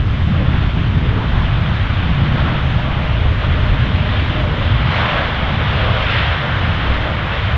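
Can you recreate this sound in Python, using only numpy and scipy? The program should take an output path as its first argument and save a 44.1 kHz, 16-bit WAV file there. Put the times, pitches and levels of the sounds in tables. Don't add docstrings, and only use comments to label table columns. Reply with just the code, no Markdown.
import sys
import numpy as np
from scipy import signal
from scipy.fft import rfft, irfft
from scipy.io import wavfile

SR = 44100
rng = np.random.default_rng(int(sys.argv[2]) if len(sys.argv) > 2 else 0)


def dump(signal):
    limited = np.clip(np.atleast_2d(signal).T, -1, 1)
    pcm = np.round(limited * 32767).astype(np.int16)
    wavfile.write(sys.argv[1], SR, pcm)


N = 333837
FRAME, HOP = 2048, 256
TIME = np.arange(N) / SR
FRAME_S = np.arange(N // HOP + 10) * HOP / SR
BIN_HZ = np.fft.rfftfreq(FRAME, 1 / SR)


def gain_of(db):
    return 10 ** (np.asarray(db) / 20)


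def evened(x):
    return x / np.sqrt(np.mean(x ** 2) + 1e-20)


def curve(rows, axis):
    columns = np.transpose(rows)
    return np.interp(TIME, columns[0], columns[axis])


def bump(s, half_length_s, edge=2):
    return np.exp(-.5 * np.abs((TIME - s) / half_length_s) ** edge)


def colour(points):
    hz, db = np.transpose(points)
    return np.interp(np.log(BIN_HZ + 1), np.log(hz + 1), db, left=-150, right=-150)


def wander(rate_hz):
    hz = np.fft.rfftfreq(N, 1 / SR)
    spectrum = rfft(rng.standard_normal(N))
    return evened(irfft(spectrum * np.exp(-(hz / rate_hz) ** 2), N))


def patches(span_s, span_hz):
    field = rng.standard_normal((len(FRAME_S), len(BIN_HZ)))
    over_time = np.fft.fftfreq(len(FRAME_S), HOP / SR)[:, None] * span_s
    over_bins = np.fft.rfftfreq(len(BIN_HZ), SR / FRAME) * span_hz
    blur = np.exp(-np.pi * (over_time ** 2 + over_bins ** 2))
    return evened(np.fft.irfft2(np.fft.rfft2(field) * blur, field.shape))


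def turbulence(field_db):
    real, imaginary = rng.standard_normal((2, len(FRAME_S), len(BIN_HZ)))
    spectra = (real + 1j * imaginary) * gain_of(field_db)
    noise = signal.istft(spectra.T, nperseg=FRAME, noverlap=FRAME - HOP)[1]
    return evened(noise[:N])


def steadied(x, span_s):
    window = signal.windows.hann(int(span_s * SR) + 3)
    window_sum = signal.fftconvolve(np.ones(N), window, "same")
    power = signal.fftconvolve(x ** 2, window, "same") / window_sum
    return x / np.sqrt(power + 1e-9)


def plumes():
    # (frequency [Hz], relative level per Hz [dB])
    throb_spectrum = [(5, -29), (11, -17), (22, -9), (32, -4.5), (45, -.5), (56, .5), (68, -5), (95, -26)]
    rumble_spectrum = [(40, -24), (56, -6), (66, 9.5), (87, 11), (108, 6), (120, -11), (140, -23),
                       (190, -34.5)]
    churn_spectrum = [(90, -20), (114, -0.5), (126, 1.5), (152, -4.5), (175, -9), (205, -12), (250, -26),
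                      (320, -41.5)]
    growl_spectrum = [(165, -20.5), (205, 1), (250, -3.5), (320, -7), (420, -15), (700, -37)]
    # (time [s], level [dB])
    throb_level = [(0.0, -20), (0.63, -17.5), (1.05, -20.5), (1.41, -12.5), (1.68, -23.5), (2.19, -16),
                   (2.28, -22), (2.79, -18), (3.03, -17), (3.57, -18.5), (3.72, -11), (3.84, -22),
                   (4.35, -23), (4.68, -17.5), (4.829, -29.5), (5.43, -19), (5.85, -31), (6.0, -14.5),
                   (6.33, -36), (6.93, -14.5), (7.11, -27), (7.56, -27)]
    rumble_level = [(0.0, -15), (0.3, -14.5), (0.39, -17), (0.51, -13), (0.6, -13.5), (1.11, -14),
                    (1.23, -19), (1.59, -14.5), (1.68, -19), (1.77, -12), (2.16, -15.5), (2.46, -14.5),
                    (2.61, -16.5), (2.79, -13), (2.88, -23.5), (3.27, -12), (3.39, -16.5), (3.51, -11),
                    (3.69, -14.5), (3.96, -13.5), (4.11, -17), (4.2, -11.5), (4.29, -18), (4.44, -14.5),
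                    (4.59, -18), (4.71, -10.5), (5.1, -20.5), (5.37, -20), (5.55, -17.5), (5.91, -13),
                    (6.03, -21), (6.27, -14.5), (6.42, -23.5), (6.66, -14.5), (6.81, -18.5), (6.93, -16),
                    (7.32, -20.5), (7.56, -12.5)]
    churn_level = [(0.0, -20.5), (0.36, -15), (0.72, -16), (0.99, -16), (1.47, -19.5), (1.71, -14),
                   (1.83, -23.5), (2.25, -13.5), (2.82, -18.5), (2.94, -17), (3.42, -22), (4.02, -17.5),
                   (4.2, -24.5), (4.47, -16), (4.62, -23), (4.86, -15.5), (5.1, -23), (5.4, -21),
                   (5.73, -19), (6.03, -23.5), (6.18, -19.5), (6.33, -25), (6.45, -18), (6.66, -21),
                   (6.96, -26), (7.17, -22.5), (7.38, -26), (7.56, -23)]
    growl_level = [(0, -26.5), (.21, -26.5), (.6, -23), (.72, -24.5), (1.17, -23), (1.3, -25),
                   (1.38, -23.5), (1.53, -29), (1.95, -25.5), (2.07, -25), (2.49, -22), (2.58, -26.5),
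                   (2.97, -25.5), (3.09, -29.5), (3.7, -25), (3.87, -25), (4.44, -25), (4.65, -24.5),
                   (5.16, -26.5), (5.55, -26), (6.3, -33), (6.54, -29), (7.05, -24), (7.35, -32),
                   (7.56, -36)]
    # (time [s], half length [s], gain [dB])
    brief_changes = [(0.717, 0.013, -8), (1.12, .016, 1), (1.41, 0.017, 2), (1.96, 0.016, -4),
                     (2.606, 0.016, -3.5), (3.262, 0.011, 3.5), (3.438, 0.0095, -5), (3.95, 0.013, 1),
                     (4.711, 0.014, -0.5), (4.944, 0.014, -3), (5.16, 0.014, 1), (5.364, .018, -4.5),
                     (5.906, 0.014, 2), (6.07, 0.016, -1), (6.798, .016, -1.5), (7.006, 0.015, -2.5),
                     (7.43, .02, 3)]
    lump_db, lump_rate_hz = 0.8, 14

    churn_field = colour(churn_spectrum) + 1.5 * patches(0.087, 46)
    growl_field = colour(growl_spectrum) + 1.5 * patches(0.18, 66)
    # spectrum over time, steadying span [s], trim [dB], surges
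    layers = [
        (colour(throb_spectrum), 0.24, -4.0, throb_level),
        (colour(rumble_spectrum), 0.18, -2.5, rumble_level),
        (churn_field, 0.17, -2.5, churn_level),
        (growl_field, 0.2, -4.0, growl_level),
    ]
    mixed = np.zeros(N)
    for field_db, span_s, trim_db, level in layers:
        eddies = steadied(turbulence(field_db), span_s)
        surge_db = curve(level, axis=1) + lump_db * wander(lump_rate_hz)
        mixed += eddies * gain_of(trim_db + surge_db)
    change_db = sum(db * bump(s, length) for s, length, db in brief_changes)
    return gain_of(change_db) * mixed


def blast():
    # (frequency [Hz], relative level per Hz [dB])
    roar_spectrum = [(200, -19.5), (290, -8.5), (370, -9.5), (480, -3), (620, -0.5), (850, -2.5),
                     (1050, -0.5), (1450, -1), (1850, -4.5), (2400, -13.5), (3500, -33.5), (5500, -63.5)]
    spray_spectrum = [(700, -33), (1400, -9), (2000, 0.1), (2400, -1), (3200, 0), (3600, -3), (3850, -8.5),
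                      (4200, -13.5), (4600, -20.5), (5200, -25.5), (6000, -35.5), (8000, -57)]
    # (time [s], roar level [dB], hiss level [dB])
    approach = [(0, -31.5, -36), (.4, -30, -32.5), (.95, -30.5, -33), (1.55, -27.5, -30.5),
                (3.35, -28, -30.5), (4.5, -25.5, -27.5), (5.5, -23.5, -27), (6.9, -24, -27),
                (7.57, -24, -32.5)]
    # (time [s], half length [s], roar gain [dB], hiss gain [dB])
    gusts = [(0.573, 0.06, 2.8, 2), (1.316, 0.13, 1, 0), (2.472, 0.12, 3.5, 1.2), (3.34, 0.059, -1.5, -1.4),
             (4.2, 0.086, 0, 1.5), (4.52, 0.086, -1.3, -2.5), (5.074, 0.16, 3, 3), (5.86, 0.19, 0.9, 1.5),
             (6.163, 0.17, 0.5, 3.5), (6.16, 0.064, 1, 3), (7.43, 0.12, -0.6, 5)]

    roar_db, spray_db = curve(approach, axis=1), curve(approach, axis=2)
    for s, length, roar_gain_db, spray_gain_db in gusts:
        gust = bump(s, length, edge=5.2)
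        roar_db = roar_db + roar_gain_db * gust
        spray_db = spray_db + spray_gain_db * gust
    flutter_db = 0.38 * wander(rate_hz=72) + 0.25 * wander(rate_hz=5.8)
    fading_db = 0.79 * patches(0.035, 500)
    roar = turbulence(colour(roar_spectrum) + fading_db) * gain_of(roar_db)
    spray = turbulence(colour(spray_spectrum) + fading_db) * gain_of(spray_db)
    return (roar + spray) * gain_of(flutter_db)


def swells():
    # (time [s], half length [s], centre [Hz], half width [octaves],
    # glide [octaves per s], level [dB])
    register_swells = [(0.411, 0.076, 520, 0.39, -0.5, -32), (1.15, 0.08, 452, 0.18, -1, -31.5),
                       (1.206, 0.045, 1050, .3, 0.5, -30.5), (1.38, 0.045, 1040, 0.3, 0, -28),
                       (2.55, 0.16, 540, .4, -0.5, -36), (2.942, .14, 850, 0.49, 1, -31.5),
                       (3.4, 0.69, 487, 0.32, -0.5, -36.5), (4.575, 0.13, 491, 0.21, 0.5, -32.5),
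                       (4.963, 0.057, 1700, 0.67, 0, -26), (5.027, 0.054, 1140, 0.45, -2, -24.5),
                       (5.175, 0.065, 610, 0.23, -0.9, -25.5), (5.23, 0.078, 1550, 0.4, 1, -27.5),
                       (5.889, .13, 564, 0.42, 0.1, -27), (6.165, 0.085, 1710, 0.53, 0.5, -23.5),
                       (6.35, 0.4, 1470, 0.3, 0.34, -28), (7.03, 0.13, 620, 0.36, -0.5, -31)]

    octave = np.log2(np.fft.rfftfreq(N, 1 / SR) + 1)
    out = np.zeros(N)
    for s, length, hz, width, glide, db in register_swells:
        band = np.exp(-.5 * ((octave - np.log2(hz)) / width) ** 2)
        noise = evened(irfft(rfft(rng.standard_normal(N)) * band, N))
        pace = 2 ** (glide * np.clip(TIME - s, -2 * length, 2 * length))
        sliding = np.interp(np.cumsum(pace) % N, np.arange(N), noise)
        out += sliding * gain_of(db) * bump(s, length)
    return out


def fan():
    # (time [s], half length [s], level [dB])
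    fan_flares = [(3.03, 0.18, -38.5), (3.65, 0.058, -37), (4.04, 0.09, -33), (4.23, 0.044, -42),
                  (4.43, 0.064, -31), (5.14, 0.06, -36), (5.87, .04, -34), (6.426, 0.03, -31),
                  (7.0, 0.081, -39)]
    abeam_hz, beam_db = 612.5, -45
    mach = .058
    abeam_s, pass_s = 3.5, 3.7
    beam_half_s, smear_hz = 1.6, 21

    distance = np.hypot(TIME - abeam_s, pass_s)
    heard_hz = abeam_hz / (1 + mach * (TIME - abeam_s) / distance)
    phase = 2 * np.pi * np.cumsum(heard_hz) / SR
    tone = wander(smear_hz) * np.cos(phase) + wander(smear_hz) * np.sin(phase)
    beam = gain_of(beam_db) * bump(abeam_s, beam_half_s)
    flares = sum(gain_of(db) * bump(s, length) for s, length, db in fan_flares)
    return (beam + flares) * steadied(tone, span_s=0.22)


def mist(level_db=-55):
    # (frequency [Hz], relative level per Hz [dB])
    mist_spectrum = [(3500, -12.5), (4400, 0), (5200, -4.5), (6000, -8.5), (7000, -16), (8000, -23),
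                     (8600, -33), (15000, -39.5)]
    return gain_of(level_db) * turbulence(colour(mist_spectrum) + 1.6 * patches(.05, 500))


def scene():
    return (plumes() + blast() + mist() + swells() + fan())[None]


def record(dry):
    edge_hz = 15700
    low_pass = signal.firwin(511, edge_hz, window=("kaiser", 9), fs=SR)
    return signal.oaconvolve(dry, low_pass[None], "same")


dry = scene()
out = record(dry)
dump(out)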